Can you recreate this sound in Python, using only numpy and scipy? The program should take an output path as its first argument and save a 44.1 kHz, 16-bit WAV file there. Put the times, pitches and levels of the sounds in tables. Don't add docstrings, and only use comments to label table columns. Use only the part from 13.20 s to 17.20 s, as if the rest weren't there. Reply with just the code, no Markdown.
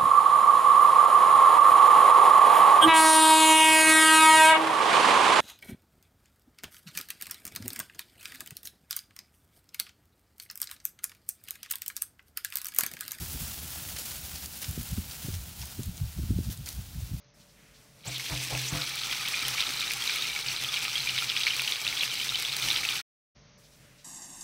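import sys
import numpy as np
from scipy import signal
from scipy.fft import rfft, irfft
from scipy.io import wavfile
from scipy.ndimage import uniform_filter1d

SR = 44100
rng = np.random.default_rng(int(sys.argv[2]) if len(sys.argv) > 2 else 0)


def unload_audio(sound):
    columns = np.transpose(np.atleast_2d(sound))
    steps = np.round(np.clip(columns, -1, 1) * 32767)
    wavfile.write(sys.argv[1], SR, steps.astype(np.int16))


N = 176400
T = np.arange(N) / SR
HZ = np.fft.rfftfreq(N, 1 / SR)

# t/s, level/dB
FLOCK_LEVEL = [(0, -38.5), (.25, -37), (.44, -39), (.53, -35.5), (.64, -40), (.85, -38), (.97, -38),
               (1.04, -39), (1.33, -40.5), (1.5, -39), (1.9, -40.5), (2.08, -40), (2.24, -43.5),
               (2.55, -43), (2.72, -46.5), (3.05, -45), (3.25, -46.5), (3.41, -50), (3.6, -47), (4, -47.5)]
# f/Hz, relative level/dB
GRASS_SPECTRUM = [(150, 4), (450, -4.5), (750, 0), (1130, -4), (1380, 0.5), (1850, -2), (3000, 1.7),
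                  (4600, 2.5), (8000, 2), (12500, 2), (15500, 5)]
# peak t/s, rise/s, fall/s, level/dB, share of fine blades/0-1
LEG_SWISHES = [(.135, 0.034, 0.012, -38, 0.95), (.225, 0.016, .018, -37, 0.94),
               (.694, 0.02, 0.03, -38, 0.9), (.767, 0.0033, 0.006, -33.5, 0.4),
               (.791, .0094, 0.033, -34.5, 0.73), (.861, 0.0089, 0.012, -36, 0.6),
               (0.918, 0.0067, 0.011, -36.5, 0.66), (1.157, 0.0053, 0.029, -38.5, 0.5),
               (1.26, 0.0016, .005, -38, 1), (1.429, 0.013, 0.0088, -33.5, 0.62),
               (1.446, 0.0052, 0.0075, -38.5, 0.37), (1.49, 0.043, .014, -47, .9),
               (1.632, .006, 0.02, -53, 0.9), (1.915, .0055, 0.026, -47.5, .1),
               (2.025, 0.01, 0.077, -41, 0.67), (2.14, .018, .018, -44.5, 0.65),
               (2.422, 0.041, 0.057, -43, 0.53), (2.64, 0.013, 0.022, -47, 0.9),
               (3.255, .035, 0.061, -48.5, 0.7), (3.326, 0.022, .015, -39, .76),
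               (3.465, 0.005, .03, -39.5, 0.6), (3.491, 0.013, 0.046, -39, .7)]
# f/Hz, relative level/dB
STEM_SPECTRUM = [(200, -24), (600, 2), (1000, 2), (1450, 5), (2300, 6), (4200, 10.5), (6500, 9.5),
                 (10000, -21), (15500, -14)]
# f/Hz, relative level/dB
BLADE_SPECTRUM = [(300, -1), (2000, -13.5), (4000, -5.5), (6500, 1), (11000, 3.5), (15500, 1.5)]
# t/s, level/dB, centre f/Hz
SNAPS_AND_KNOCKS = [(.5058, -33, 10000), (0.688, -40, 2800), (.769, -39, 2200), (.788, -33, 5000),
                    (.909, -35, 4000), (1.158, -32.5, 5500), (1.258, -32, 5650), (1.2598, -30, 8500),
                    (1.428, -35, 4200), (1.444, -30, 3500), (1.511, -26.5, 12000), (1.6309, -29, 12000),
                    (1.6896, -34.5, 6450), (1.911, -36.5, 3900), (1.9316, -42, 7500), (2.14, -36, 3950),
                    (2.4166, -33.5, 4140), (2.432, -45.5, 1260), (2.456, -34, 10200), (2.6328, -33, 6160),
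                    (2.6585, -35, 10000), (2.771, -38, 6500), (2.778, -38, 5300), (3.302, -38, 4430),
                    (3.375, -38, 6800), (3.46, -34.5, 6050), (3.474, -40, 2000), (3.4885, -27.5, 6470),
                    (3.55, -35.5, 11300)]
# peak t/s, rise/s, fall/s, level/dB, upper edge f/Hz
WIND_PUFFS = [(0.029, 0.035, 0.015, -36.5, 318), (0.152, 0.0076, 0.014, -32, 290),
              (.223, 0.016, 0.023, -35, 218), (1.494, 0.014, 0.029, -32, 165),
              (1.596, 0.026, 0.026, -32.5, 266), (1.735, 0.027, 0.0099, -29, 191),
              (1.788, 0.016, 0.013, -26, 240), (2.051, 0.0067, 0.016, -34.5, 222),
              (2.089, 0.0068, .018, -29.5, 385), (2.154, 0.042, 0.06, -32.5, 135),
              (2.43, 0.033, 0.033, -38, 128), (2.595, 0.013, 0.023, -31.5, 352),
              (2.686, 0.026, 0.015, -28.5, 208), (2.816, 0.0056, 0.04, -26, 147),
              (2.996, 0.033, 0.029, -31.5, 228), (3.035, 0.022, 0.021, -27, 231),
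              (3.113, 0.015, 0.01, -19, 190), (3.135, 0.067, 0.018, -35.5, 362),
              (3.162, 0.011, 0.026, -24.5, 185), (3.205, 0.0062, 0.021, -28, 330),
              (3.283, 0.022, 0.029, -27.5, 207), (3.403, 0.018, 0.029, -35.5, 177),
              (3.59, 0.049, 0.04, -35.5, 152), (3.788, 0.037, 0.025, -32, 167),
              (3.826, 0.015, 0.025, -31.5, 126), (3.914, 0.0037, 0.045, -30.5, 212),
              (3.944, 0.011, 0.0082, -24.5, 223)]
# t/s, peak level/dB, width/s
VORTEX_POPS = [(0.151, -33, 0.0021), (1.578, -26.5, 0.0017), (1.782, -21, 0.0028), (2.993, -35.5, 0.0018),
               (3.108, -17, 0.0026), (3.189, -17.5, 0.0022), (3.298, -26.5, 0.0026)]
# f/Hz, relative level/dB
TURF_SPECTRUM = [(20, -33), (32, -23), (50, -2.5), (75, 2), (105, -8), (170, -9.5), (280, -19.5),
                 (450, -32), (1000, -35), (3000, -90)]
# f/Hz, relative level/dB
AIR_SPECTRUM = [(30, 0), (300, 2.5), (450, -3.5), (680, 3), (1000, -2), (1450, 2), (1900, -0.5), (3700, 5),
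                (5200, 2), (8000, -1.5), (15500, 1.5)]


def flock_rustle(tips_above_hz=7000, dull_above_hz=8500, dull_db_per_s=-1):
    stride_flutter = amp(1.1 * wander(up_to_hz=45.7))
    stem_share = 1 / (1 + (HZ / tips_above_hz) ** 2)
    stems = rfft(crackle(per_s=3000, spread_db=3, hiss=0.73)) * np.sqrt(stem_share)
    tips = rfft(crackle(per_s=3000, spread_db=1.5, hiss=0.53)) * np.sqrt(1 - stem_share)
    grass = colour(irfft(stems + tips, N) * stride_flutter, GRASS_SPECTRUM)
    body = irfft(rfft(grass) / (1 + (HZ / dull_above_hz) ** 4), N)
    treble = (grass - body) * amp(dull_db_per_s * T)
    return (body + treble) * amp(np.interp(T, *np.transpose(FLOCK_LEVEL)))


def leg_swishes():
    stem_power, blade_power, out = np.zeros((3, N))
    for at, rise, fall, db, fine_share in LEG_SWISHES:
        power = (amp(db) * swell(T - at, rise, fall)) ** 2
        stem_power += (1 - fine_share) * power
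        blade_power += fine_share * power
    for power, spectrum in [(stem_power, STEM_SPECTRUM), (blade_power, BLADE_SPECTRUM)]:
        out += colour(np.sqrt(power) * crackle(per_s=3500, spread_db=4.5, hiss=0.81), spectrum)
    return out


def snaps_and_knocks(decay_cycles=10.4, edge_ratio=1.55, size=2048):
    out, t = np.zeros(N), np.arange(size) / SR
    for at, db, hz in SNAPS_AND_KNOCKS:
        band = signal.butter(2, [hz / edge_ratio, hz * edge_ratio], "band", fs=SR, output="sos")
        decay = np.exp(-t * hz / decay_cycles)
        burst = signal.sosfilt(band, decay * rng.choice([-1., 1.], size))
        start = round(at * SR)
        out[start:start + size] += amp(db) * unit(burst) * np.sqrt(np.mean(decay ** 2))
    return out


def wind_puffs(low_hz=62.3, fast_above_hz=190, fast_decay=2.65, even_s=0.014, size=32768):
    out, hz = np.zeros(N + size), np.fft.rfftfreq(size, 1 / SR)
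    t = (np.arange(size) - size // 2) / SR
    slow_share = 1 / (1 + (hz / fast_above_hz) ** 6)
    low_hump = (hz / low_hz) ** 3 / np.sqrt(1 + (hz / low_hz) ** 8)
    for at, rise, fall, db, edge_hz in WIND_PUFFS:
        band = low_hump / np.sqrt(1 + (hz / edge_hz) ** 9.7)
        band /= np.linalg.norm(band)
        start = round(at * SR)
        for share, decay in [(slow_share, 1), (1 - slow_share, fast_decay)]:
            part = band * np.sqrt(share)
            eddy = np.fft.ifft(rfft(rng.standard_normal(size)) * part, size)
            running_rms = np.sqrt(uniform_filter1d(abs(eddy) ** 2, int(even_s * SR)) / 2)
            envelope = amp(db) * np.linalg.norm(part) * swell(t, rise, fall) ** decay
            out[start:start + size] += envelope * eddy.real / running_rms
    return out[size // 2:][:N]


def vortex_pops():
    out = np.zeros(N)
    for at, db, width in VORTEX_POPS:
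        u = (T - at) / width
        out -= amp(db) * (1 - 3 * u * u) / (1 + u * u) ** 3
    return out


def hoof_rumble(level_db=-48.5, swell_db=2.14):
    gain = amp(level_db + swell_db * wander(up_to_hz=7.5))
    return gain * unit(colour(rng.standard_normal(N), TURF_SPECTRUM))


def pasture_air(level_db=-54.5):
    return amp(level_db) * colour(rng.standard_normal(N), AIR_SPECTRUM)


def crackle(per_s, spread_db, hiss, decay_s=0.00048, kinds=16):
    t = np.arange(96) / SR
    spectra = rfft(rng.standard_normal((kinds, len(t))) * np.exp(-t / decay_s), 256)
    bursts = irfft(spectra / np.sqrt(np.mean(abs(spectra) ** 2, axis=0)))
    sizes = amp(spread_db * np.minimum(rng.exponential(1, N), 5))
    clicks = sizes * rng.choice([-1., 1.], N) * (rng.random(N) < per_s / SR)
    kind = rng.integers(0, kinds, N)
    flicks = sum(signal.oaconvolve(clicks * (kind == k), bursts[k])[:N] for k in range(kinds))
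    return unit(unit(flicks) + hiss * rng.standard_normal(N))


def amp(db):
    return 10 ** (np.asarray(db) / 20)


def unit(x):
    return x / np.sqrt(np.mean(x ** 2) + 1e-20)


def colour(x, spectrum):
    f, db = np.transpose(spectrum)
    gain = amp(np.interp(np.log(HZ + 1), np.log(f), db))
    return irfft(rfft(x) * unit(gain), N)


def wander(up_to_hz):
    pink = rfft(rng.standard_normal(N)) * (HZ > 2) / np.sqrt(HZ + 2)
    return unit(irfft(pink / (1 + (HZ / up_to_hz) ** 4), N))


def swell(t, rise, fall):
    return np.exp(-(np.minimum(t, 0) / rise) ** 2 - np.maximum(t, 0) / fall)


def scene():
    air = pasture_air()
    sheep = flock_rustle() + leg_swishes() + snaps_and_knocks()
    mono = sheep + wind_puffs() + vortex_pops() + hoof_rumble() + air
    return np.array([mono, mono])


def record(dry, low_cut_hz=39, top_hz=15800):
    low_cut = signal.butter(3, low_cut_hz, "high", fs=SR, output="sos")
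    band_limit = signal.firwin(1201, top_hz, window=("kaiser", 9), fs=SR)
    return signal.oaconvolve(signal.sosfilt(low_cut, dry), band_limit[None], "same")


dry = scene()
out = record(dry)
unload_audio(out)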